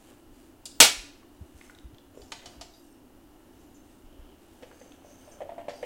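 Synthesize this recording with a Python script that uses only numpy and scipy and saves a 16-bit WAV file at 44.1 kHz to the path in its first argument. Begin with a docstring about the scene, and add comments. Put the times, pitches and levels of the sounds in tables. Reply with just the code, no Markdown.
"""Setting a blind rivet

A hand tool sets a blind rivet in an aluminium frame: its jaws slip, then the mandrel breaks with a snap that
overloads the microphone. Small ticks follow, a handled bar clacks, and a plastic switch box is knocked about.
Impacts are decaying modes and coloured noise; rubbing is a random train of friction slips through resonances.
A small workshop adds reverberation to most blows, under steady air noise and ventilation hum.
"""
import sys
import numpy as np
from scipy import signal
from scipy.fft import rfft, irfft, next_fast_len
from scipy.io import wavfile
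from scipy.ndimage import map_coordinates

SR = 44100
rng = np.random.default_rng(int(sys.argv[2]) if len(sys.argv) > 2 else 0)


def dump_mix(stems):
    """Bounce the given channels to the path in sys.argv[1] as a 16-bit WAV at rate SR."""
    frames = np.atleast_2d(stems).T  # one column per channel
    limited = np.clip(frames, -1, 1)  # hard clip at full scale
    pcm = np.round(limited * 32767).astype(np.int16)
    wavfile.write(sys.argv[1], SR, pcm)


N = 257984
T = np.arange(SR) / SR  # the life of one blow, s


def amp(db):
    """Level law: decibels to amplitude gain."""
    return 10 ** (np.asarray(db) / 20)


def unit(x):
    """Normalization: x scaled to rms 1."""
    return x / np.sqrt(np.mean(x ** 2) + 1e-20)


def along(points, hz):
    """Logarithmic frequency scale: (frequency, value) points interpolated on it."""
    f, v = np.transpose(points)
    return np.interp(np.log(hz + 1), np.log(f + 1), v)


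def wobble(rate, size=N):
    """Slow random modulation: a smooth curve through rate random knots a second."""
    knots = rng.standard_normal(int(size * rate / SR) + 4)
    return map_coordinates(knots, [np.arange(size) * rate / SR])


def fade(t60, t=T):
    """Exponential damping: a fall of 60 dB in t60 seconds."""
    return np.exp(-np.log(1000) * t / t60)


def noise(gain, size):
    """Spectral shaping: white noise coloured by a gain of frequency, at rms 1."""
    white = rfft(rng.standard_normal(size))
    return unit(irfft(white * gain(np.fft.rfftfreq(size, 1 / SR)), size))


def through(x, gain):
    """Linear filtering: x passed through a gain of frequency, at rms 1."""
    m = next_fast_len(N + SR // 2)
    return unit(irfft(rfft(x, m) * gain(np.fft.rfftfreq(m, 1 / SR)), m)[:N])


def colour(points, tilt_db=0):
    """Spectral envelope: a gain curve tilted about 1 kHz in dB per octave, the tilt level below 200 Hz."""
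    return lambda hz: amp(along(points, hz) + tilt_db * np.log2(np.maximum(hz, 200) / 1000))


def resonances(peaks):
    """Damped oscillators: summed band-pass responses, width between half-power points, signs alternating."""
    def gain(f):
        total = 0
        for k, (centre, width, db) in enumerate(peaks):
            response = 1j * f * width / (centre * centre - f * f + 1j * f * width)
            total = total + (-1) ** k * amp(db) * response
        return total
    return gain


def narrow(peaks):
    """Separate resonances with steep skirts: gain is halved one width to either side of the centre."""
    return lambda f: sum(amp(db) / (1 + ((f - centre) / width) ** 2) for centre, width, db in peaks)


def ringing(modes, tilt_db=0, scatter_db=0):
    """Modal synthesis: a sum of decaying sines; loose joints make their phases wander."""
    out = np.zeros(SR)
    for hz, db, t60 in modes:
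        size = amp(db + tilt_db * np.log2(hz / 1000) + scatter_db * rng.standard_normal())
        wander = .7 * wobble(70, size=SR)  # radians
        out += size * fade(t60) * np.sin(2 * np.pi * (hz * T + rng.random()) + wander)
    return out


def dying(x, decay):
    """Frequency-dependent damping: each band of x dies with its own t60."""
    hz, t, bands = signal.stft(x, SR, nperseg=256)
    damped = bands * fade(along(decay, hz)[:, None], t)
    return signal.istft(damped, SR, nperseg=256)[1][:len(x)]


def add(track, s, sound):
    """Superposition: mix a sound into the track from time s on."""
    part = track[max(round(s * SR), 0):][:len(sound)]
    part += sound[:len(part)]


# reverberation time of the workshop: frequency (Hz), t60 (s)
ROOM_DECAY = [(100, 0.25), (700, .6), (3000, 0.61), (8000, .48), (14000, 0.38)]


def in_room(x, wet_db):
    """Diffuse reverberation: a blow convolved with a decaying noise tail of unit energy."""
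    tail = dying(rng.standard_normal(SR), ROOM_DECAY) * (1 - np.exp(-T / 0.0088))
    tail = tail / np.linalg.norm(tail)
    return x + amp(wet_db) * signal.fftconvolve(x, tail)[:len(x)]


def slips(rate, spread_db):
    """Stick-slip friction: tiny slips of uneven size at random times, about rate a second."""
    size = amp(spread_db * rng.standard_normal(N)) * rng.standard_normal(N)
    return size * (rng.random(N) < rate / SR)


# every rub: rise time, growth up to its end, t60 after it
RUB_ATTACK_S, RUB_SWELL_DB, RUB_RELEASE_S = 0.04, 3, 0.52


def stroke(s, length):
    """Friction envelope: a rub sets in, swells as the hand presses on, and decays after its end."""
    t = np.arange(N) / SR - s
    onset = np.clip(t / RUB_ATTACK_S, 0, 1)
    swell = amp(RUB_SWELL_DB * (np.clip(t / length, 0, 1) - 1))
    return onset * swell * fade(RUB_RELEASE_S, np.maximum(t - length, 0))


# spectrum of the room air: frequency (Hz), gain (dB)
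AIR_COLOUR = [(20, -2), (100, -5.5), (145, -13.5), (220, -9), (370, -7.5), (450, -13.5), (580, -13.5),
              (850, -15), (1100, -21), (1700, -24), (2100, -28.5), (3600, -30), (4600, -32.5), (15800, -33)]
# ventilation hum and whir: centre_hz (Hz), width_hz (Hz), gain_db (dB)
DUCT_PEAKS = [(253, 13, 1), (289, 11, 4), (336.8, 26, 0), (1350, 73, -20), (2860, 160, -20.5)]


def workshop():
    """Stationary noise: broadband room air drifts slightly, over narrow bands of ventilation hum."""
    air = amp(-57.0 + .5 * wobble(3.5)) * noise(colour(AIR_COLOUR), N)
    hum = amp(-58.5) * noise(narrow(DUCT_PEAKS), N)
    return air + hum


# things slide along the metal: start_s (s), length_s (s), level_db (dB), share of ringing power (0-1)
SLIDE_STROKES = [(-.08, 0.19, -62.5, 0.17), (0.302, .13, -66, .25), (1.301, .25, -70.5, 0.1),
                 (1.547, .16, -61.5, 0.16), (2.132, .4, -63.5, 0.63), (2.696, 0.2, -66.5, 1),
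                 (3.499, .11, -68.5, 0.72), (3.802, 0.12, -66.5, .75), (4.377, 0.55, -66, 0.35),
                 (5.027, .28, -64, 0.7), (5.697, 0.22, -60.5, 0.86)]
# spectrum of the scraping hiss: frequency (Hz), gain (dB)
SCRAPE_COLOUR = [(500, -4), (1500, -2.5), (3000, 0.5), (5000, -8), (8000, -1.5), (11000, -6.5),
                 (16000, -18)]
# thin ring of the bar, also heard at light touches: centre_hz (Hz), width_hz (Hz), gain_db (dB)
BAR_RESONANCES = [(3800, 160, -9.5), (4800, 170, -3), (5428, 170, -4.5), (5940, 170, -4), (6300, 150, 0),
                  (7000, 210, -3), (7360, 170, -8), (8100, 200, -8), (8560, 150, -8.5), (11400, 560, -15.5)]


def sliding():
    """Stick-slip excitation: slips hiss and ring the bar; as the contact moves, other modes take the lead."""
    friction = slips(rate=2700, spread_db=1.5)
    ring = np.zeros(N)
    for hz, width, db in BAR_RESONANCES:
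        ring += amp(db + 6.3 * wobble(5.4)) * through(friction, resonances([(hz, width, 0)]))
    ring = unit(ring)
    hiss = through(slips(rate=3800, spread_db=3.0), colour(SCRAPE_COLOUR))
    out = np.zeros(N)
    for s, length, db, share in SLIDE_STROKES:
        mix = np.sqrt(share) * ring + np.sqrt(1 - share) * hiss
        out += amp(db) * stroke(s, length) * mix
    return amp(.8 * wobble(25)) * out


# hands shuffle on the bar, then on the box: start_s (s), length_s (s), murmur_db (dB), skin_hiss_db (dB)
GRIP_STROKES = [(0.036, .08, -62.5, -67.5), (2.118, .09, -64, -70), (2.384, 0.205, -60.5, -67),
                (4.03, 0.29, -67, -62.5), (4.57, 0.675, -62, -69), (5.275, .58, -57.5, -67)]
# spectrum of skin friction: frequency (Hz), gain (dB)
SKIN_COLOUR = [(100, -2.5), (350, 6.5), (600, -4), (1200, -13), (2300, -17.5), (3050, -3), (4000, -20.5),
               (9000, -24.5), (15000, -33)]
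# resonances of the hollow box: centre_hz (Hz), width_hz (Hz), gain_db (dB)
SHELL_RESONANCES = [(553, 186, 4), (1800, 230, -13.5), (2140, 160, -15), (3180, 300, -16.5)]


def shuffling():
    """Forced resonance: rubbing fingers make a hollow shell murmur while the skin itself hisses softly."""
    shell = through(slips(rate=3100, spread_db=2.5), resonances(SHELL_RESONANCES))
    skin = through(slips(rate=3400, spread_db=1.5), colour(SKIN_COLOUR))
    rubs = np.zeros(N)
    for s, length, db, skin_db in GRIP_STROKES:
        rubs += stroke(s, length) * (amp(db) * shell + amp(skin_db) * skin)
    return amp(1.3 * wobble(40)) * rubs


# dull bumps of frame and hands: start_s (s), level_db (dB, before a common 2 dB cut), pitch_hz (Hz)
BUMP_EVENTS = [(0.261, -38, 25), (0.972, -30.5, 36), (1.406, -27, 77), (1.542, -38.5, 65),
               (1.841, -28, 54.2), (1.925, -35.5, 96), (2.208, -36.5, 49.2), (2.47, -41, 101),
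               (2.569, -35, 56), (4.04, -34.5, 26), (4.19, -32, 32)]
BUMP_CYCLES = 6.2  # t60 in cycles of the pitch


def bumps():
    """Heavily damped oscillation: shifts of weight give a low push of a few cycles and a short rumble."""
    out = np.zeros(N)
    for s, db, hz in BUMP_EVENTS:
        rumble = amp(-7.5) * noise(narrow([(1.53 * hz, 0.65 * hz, 0)]), SR)
        push = np.sin(2 * np.pi * hz * T) + rumble
        envelope = (1 - np.exp(-T * hz * 2)) * fade(BUMP_CYCLES / hz)
        add(out, s, amp(db - 2.0) * envelope * push)
    return out


# the jaws slip on the mandrel: start_s (s), level_db (dB)
JAW_SLIPS = [(0.6552, -35.5), (0.6582, -39)]
# spectrum of the click, also used for the crack of the break: frequency (Hz), gain (dB)
CLICK_COLOUR = [(500, -15), (1800, -20.5), (2800, -8), (4600, 0), (5500, -6), (7000, -2.5), (9300, -5),
                (12000, -17), (16000, -26)]
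# resonances of the steel head: centre_hz (Hz), width_hz (Hz), gain_db (dB)
HEAD_RESONANCES = [(2800, 63, -7.5), (4700, 39, -1), (5670, 28, -6.5), (6340, 50, -3), (7240, 110, -3),
                   (9124, 130, -6.5), (10400, 53, -12.5)]


def jaws():
    """Impulsive excitation: hard steel jaws slip under load, a bright short click that rings the tool's head."""
    out = np.zeros(N)
    for s, db in JAW_SLIPS:
        click = fade(0.062) * noise(colour(CLICK_COLOUR), SR)
        head = amp(-10.5) * fade(0.16) * noise(narrow(HEAD_RESONANCES), SR)
        add(out, s, amp(db) * (in_room(click, wet_db=-6.5) + head))
    return out


# the mandrel breaks, then the tool recoils against the frame: start_s (s), level_db (dB)
SNAP_BLOWS = [(0.8023, -5.5), (0.8155, -16.5), (0.8445, -21.5)]
# spectrum of tool and frame together: frequency (Hz), gain (dB)
BREAK_COLOUR = [(30, -19.5), (115, -11.5), (190, -22.5), (250, -8), (560, -10.5), (680, -4.5), (1050, -13),
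                (1400, -6), (1750, -7.5), (2300, -4.5), (4200, -2.5), (8000, -4.5), (11000, -10),
                (15800, -19.5)]
# damping of their dense modes: frequency (Hz), t60 (s)
BREAK_DECAY = [(100, 0.2), (700, 0.24), (3000, 0.25), (8000, 0.21), (14000, 0.16)]
# the frame's strongest modes: pitch_hz (Hz), level_db (dB), t60 (s)
FRAME_MODES = [(483, -3.5, 0.18), (631, -7, 0.2), (814.2, -9, .24), (910, -3, .2), (1280, -4.5, .2),
               (1490, -4.5, 0.13), (2257, -1.5, 0.32), (2272, 1.5, 0.12), (2377, -1, 0.098),
               (2540, 0, 0.11), (2565, -1, 0.18), (2860, 4.5, .2), (2918, -2.5, 0.17), (2920, -7, .24),
               (3204, 0.5, .26), (3410, -0.5, .24), (3890, -4, .22), (4250, -2.5, .18), (4470, -3, 0.18),
               (4930, -4, 0.15), (5080, -3.5, 0.12), (6030, -3, 0.14), (6430, -3.5, .2), (6986, -5.5, 0.18),
               (7850, -2, .2), (8542, -3.5, 0.16)]


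def rivet():
    """High modal density: the break rings tool and frame like decaying noise; a few strong modes stand out."""
    first_s = SNAP_BLOWS[0][0]
    blows = np.zeros(SR)
    for s, db in SNAP_BLOWS:
        dense = dying(noise(colour(BREAK_COLOUR), SR), BREAK_DECAY)
        crack = amp(-0.5) * fade(0.038) * noise(colour(CLICK_COLOUR, tilt_db=4), SR)
        add(blows, s - first_s, amp(db) * (dense + crack))
    # the released tool jolts the frame
    kick = amp(-22.5) * fade(0.074) * np.sin(2 * np.pi * 255 * T)
    ring = amp(-18) * ringing(FRAME_MODES)
    out = np.zeros(N)
    add(out, first_s, in_room(blows + kick, wet_db=-18.5) + ring)
    return out


# small ticks of loose parts: start_s (s), level_db (dB), pitch_hz (Hz)
TICK_EVENTS = [(1.228, -49.5, 1112), (1.6121, -40.5, 2114), (1.6975, -42, 1430), (1.7496, -48.5, 3810),
               (1.787, -42, 3800), (1.9463, -50, 3170), (1.9834, -45.5, 3450), (4.714, -50, 1633),
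               (4.9205, -45.5, 2650)]
TICK_CYCLES = 40  # t60 in cycles of the pitch, so high ticks are shorter


def ticks():
    """Modal impact: each tick is a sharp contact and a brief bending mode."""
    out = np.zeros(N)
    for s, db, hz in TICK_EVENTS:
        body = (1 - np.exp(-T * hz)) * np.sin(2 * np.pi * hz * T)
        contact = amp(-4) * noise(narrow([(hz, 0.49 * hz, 0)]), SR)
        tick = fade(TICK_CYCLES / hz) * (body + contact)
        add(out, s, amp(db) * in_room(tick, wet_db=-7.5))
    return out


# spectrum of the edge click: frequency (Hz), gain (dB)
EDGE_COLOUR = [(300, -5), (850, 10), (1350, -5), (1800, 13.5), (2300, 10), (2700, 5), (3200, 6.5),
               (4500, -11), (8000, -8), (14000, -27.5)]


def knock(hz, click_db, t60):
    """Cavity resonance: a soft contact swells one damped shell mode; its walls rattle and its edge clicks."""
    rise = .07 * t60  # the shorter the knock, the harder its start
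    swell = (1 - np.exp(-T / rise)) ** 2 * fade(t60)
    rattle = amp(-10) * noise(narrow([(hz * 1.18, 0.29 * hz, 0)]), SR)
    shell = swell / swell.max() * (np.sin(2 * np.pi * hz * T) + rattle)
    click = (1 - np.exp(-T / 0.00185)) * fade(0.057) * noise(colour(EDGE_COLOUR), SR)
    return shell + amp(click_db - 5.5) * click


# hollow knocks of hands, bar and plastic box: start_s (s), level_db (dB), pitch_hz (Hz),
# edge click relative to the shell (dB, before a common 5.5 dB cut), t60 (s), loss per rebound (dB)
KNOCK_EVENTS = [(2.145, -44.5, 375, -20.5, 0.029, 16), (2.174, -33.5, 468, -31, 0.014, 16),
                (2.194, -41, 423, -26, 0.033, 9), (2.612, -43, 664, -25, 0.056, 20),
                (4.629, -39.5, 516, 0, 0.036, 12), (4.812, -43, 524, -3, .035, 11),
                (5.044, -47.5, 592, -11, 0.043, 17), (5.274, -45, 608, -9.5, 0.039, 8),
                (5.404, -32.5, 602, -11, 0.042, 11), (5.416, -29, 530, -12, 0.03, 11.5),
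                (5.491, -32.5, 663, -13.5, 0.023, 5), (5.519, -35.5, 642, -21.5, 0.022, 12),
                (5.579, -34, 648, -10, 0.043, 2), (5.682, -25, 564, -8.5, 0.026, 5.5),
                (5.7345, -34, 639, -15, 0.019, 17), (5.8265, -25, 512, -8, .03, 6)]
# time between rebounds; how much more each one clicks relative to its shell
REBOUND_S, REBOUND_EDGE_DB = .0102, 1


def box(count=4):
    """Inelastic rebound: each knock chatters, every contact weaker and with more edge than the last."""
    out = np.zeros(N)
    for s, db, hz, click_db, t60, loss_db in KNOCK_EVENTS:
        chatter = np.zeros(SR)
        for k in range(count):
            contact = knock(hz, click_db + k * REBOUND_EDGE_DB, t60)
            add(chatter, k * REBOUND_S, amp(-k * loss_db) * contact)
        add(out, s, amp(db) * in_room(chatter, wet_db=-9.5))
    return out


# the bar clacks against the frame: start_s (s), level_db (dB), tilt (dB per octave), contact t60 (s)
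BAR_CLACKS = [(2.218, -53, 2, .05), (2.3198, -31.5, 0, 0.056), (2.458, -43.5, 2, 0.094),
              (2.611, -41, 3, 0.1), (4.625, -51, -3.5, 0.13), (5.684, -45, -6.5, 0.051),
              (5.693, -46.5, -1, 0.17)]
# spectrum of the contact: frequency (Hz), gain (dB)
CLACK_COLOUR = [(200, -9.5), (380, -3.5), (520, 6.5), (800, 3), (1050, -1), (1600, -0.5), (3200, 1),
                (5000, 1), (7500, -6.5), (10000, -16), (15000, -35)]
# modes of the held bar: pitch_hz (Hz), level_db (dB), t60 (s)
HELD_MODES = [(718, 2.5, 0.21), (895, -1.5, 0.15), (1226, 0.5, 0.063), (2360, -36, 0.27),
              (3010, -1.5, 0.15), (3100, -11, 0.13), (3460, -6, .16), (3900, -15, 0.18), (4400, -6, 0.14),
              (4660, -6, 0.13), (4840, -8, 0.27), (5270, -8, 0.13), (5900, -31, .2), (6670, -9, 0.16),
              (7300, -7.5, 0.25), (8100, -13, 0.202), (8950, -15, 0.22), (10500, -15, .15)]
# light touches that only make the bar ring: start_s (s), level_db (dB), centre_hz (Hz)
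BAR_TOUCHES = [(2.738, -57, 4300), (3.745, -61, 6790), (5.246, -64, 5920), (5.314, -55, 6350),
               (5.734, -60, 4900), (5.775, -60, 5020)]
FREE_WIDTH = .25  # once let go, the bar's resonances narrow to this share of their width


def bar():
    """Damping by contact: the hand shortens the clacks of the bar; light touches leave a thin ring."""
    out = np.zeros(N)
    for s, db, tilt_db, t60 in BAR_CLACKS:
        contact = fade(t60) * noise(colour(CLACK_COLOUR, tilt_db), SR)
        ring = amp(-13) * ringing(HELD_MODES, tilt_db, scatter_db=4.0)
        add(out, s, amp(db) * (in_room(contact, wet_db=-7.0) + ring))
    free_bar = narrow([(centre, FREE_WIDTH * width, level) for centre, width, level in BAR_RESONANCES])
    for s, db, hz in BAR_TOUCHES:
        touch = narrow([(hz, .16 * hz, 0)])
        ring = noise(lambda f: free_bar(f) * touch(f), SR)
        add(out, s, amp(db) * fade(0.29) * ring)
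    return out


def scene():
    """Superposition: all sources sum at the one microphone."""
    riveting = rivet() + jaws()
    handling = bar() + ticks() + box() + bumps()
    rubbing = sliding() + shuffling()
    return (riveting + handling + rubbing + workshop())[None]


TOP_HZ = 15850  # band limit


def record(dry):
    """Saturation and band limiting: the snap overloads the input, then all above the limit is removed."""
    ceiling, hardness = .8, 5  # full-scale share, knee exponent
    clipped = dry / (1 + np.abs(dry / ceiling) ** hardness) ** (1 / hardness)
    m = next_fast_len(N + SR // 2)
    passband = np.fft.rfftfreq(m, 1 / SR) < TOP_HZ
    return irfft(rfft(clipped, m) * passband, m)[..., :N]


dry = scene()
out = record(dry)
dump_mix(out)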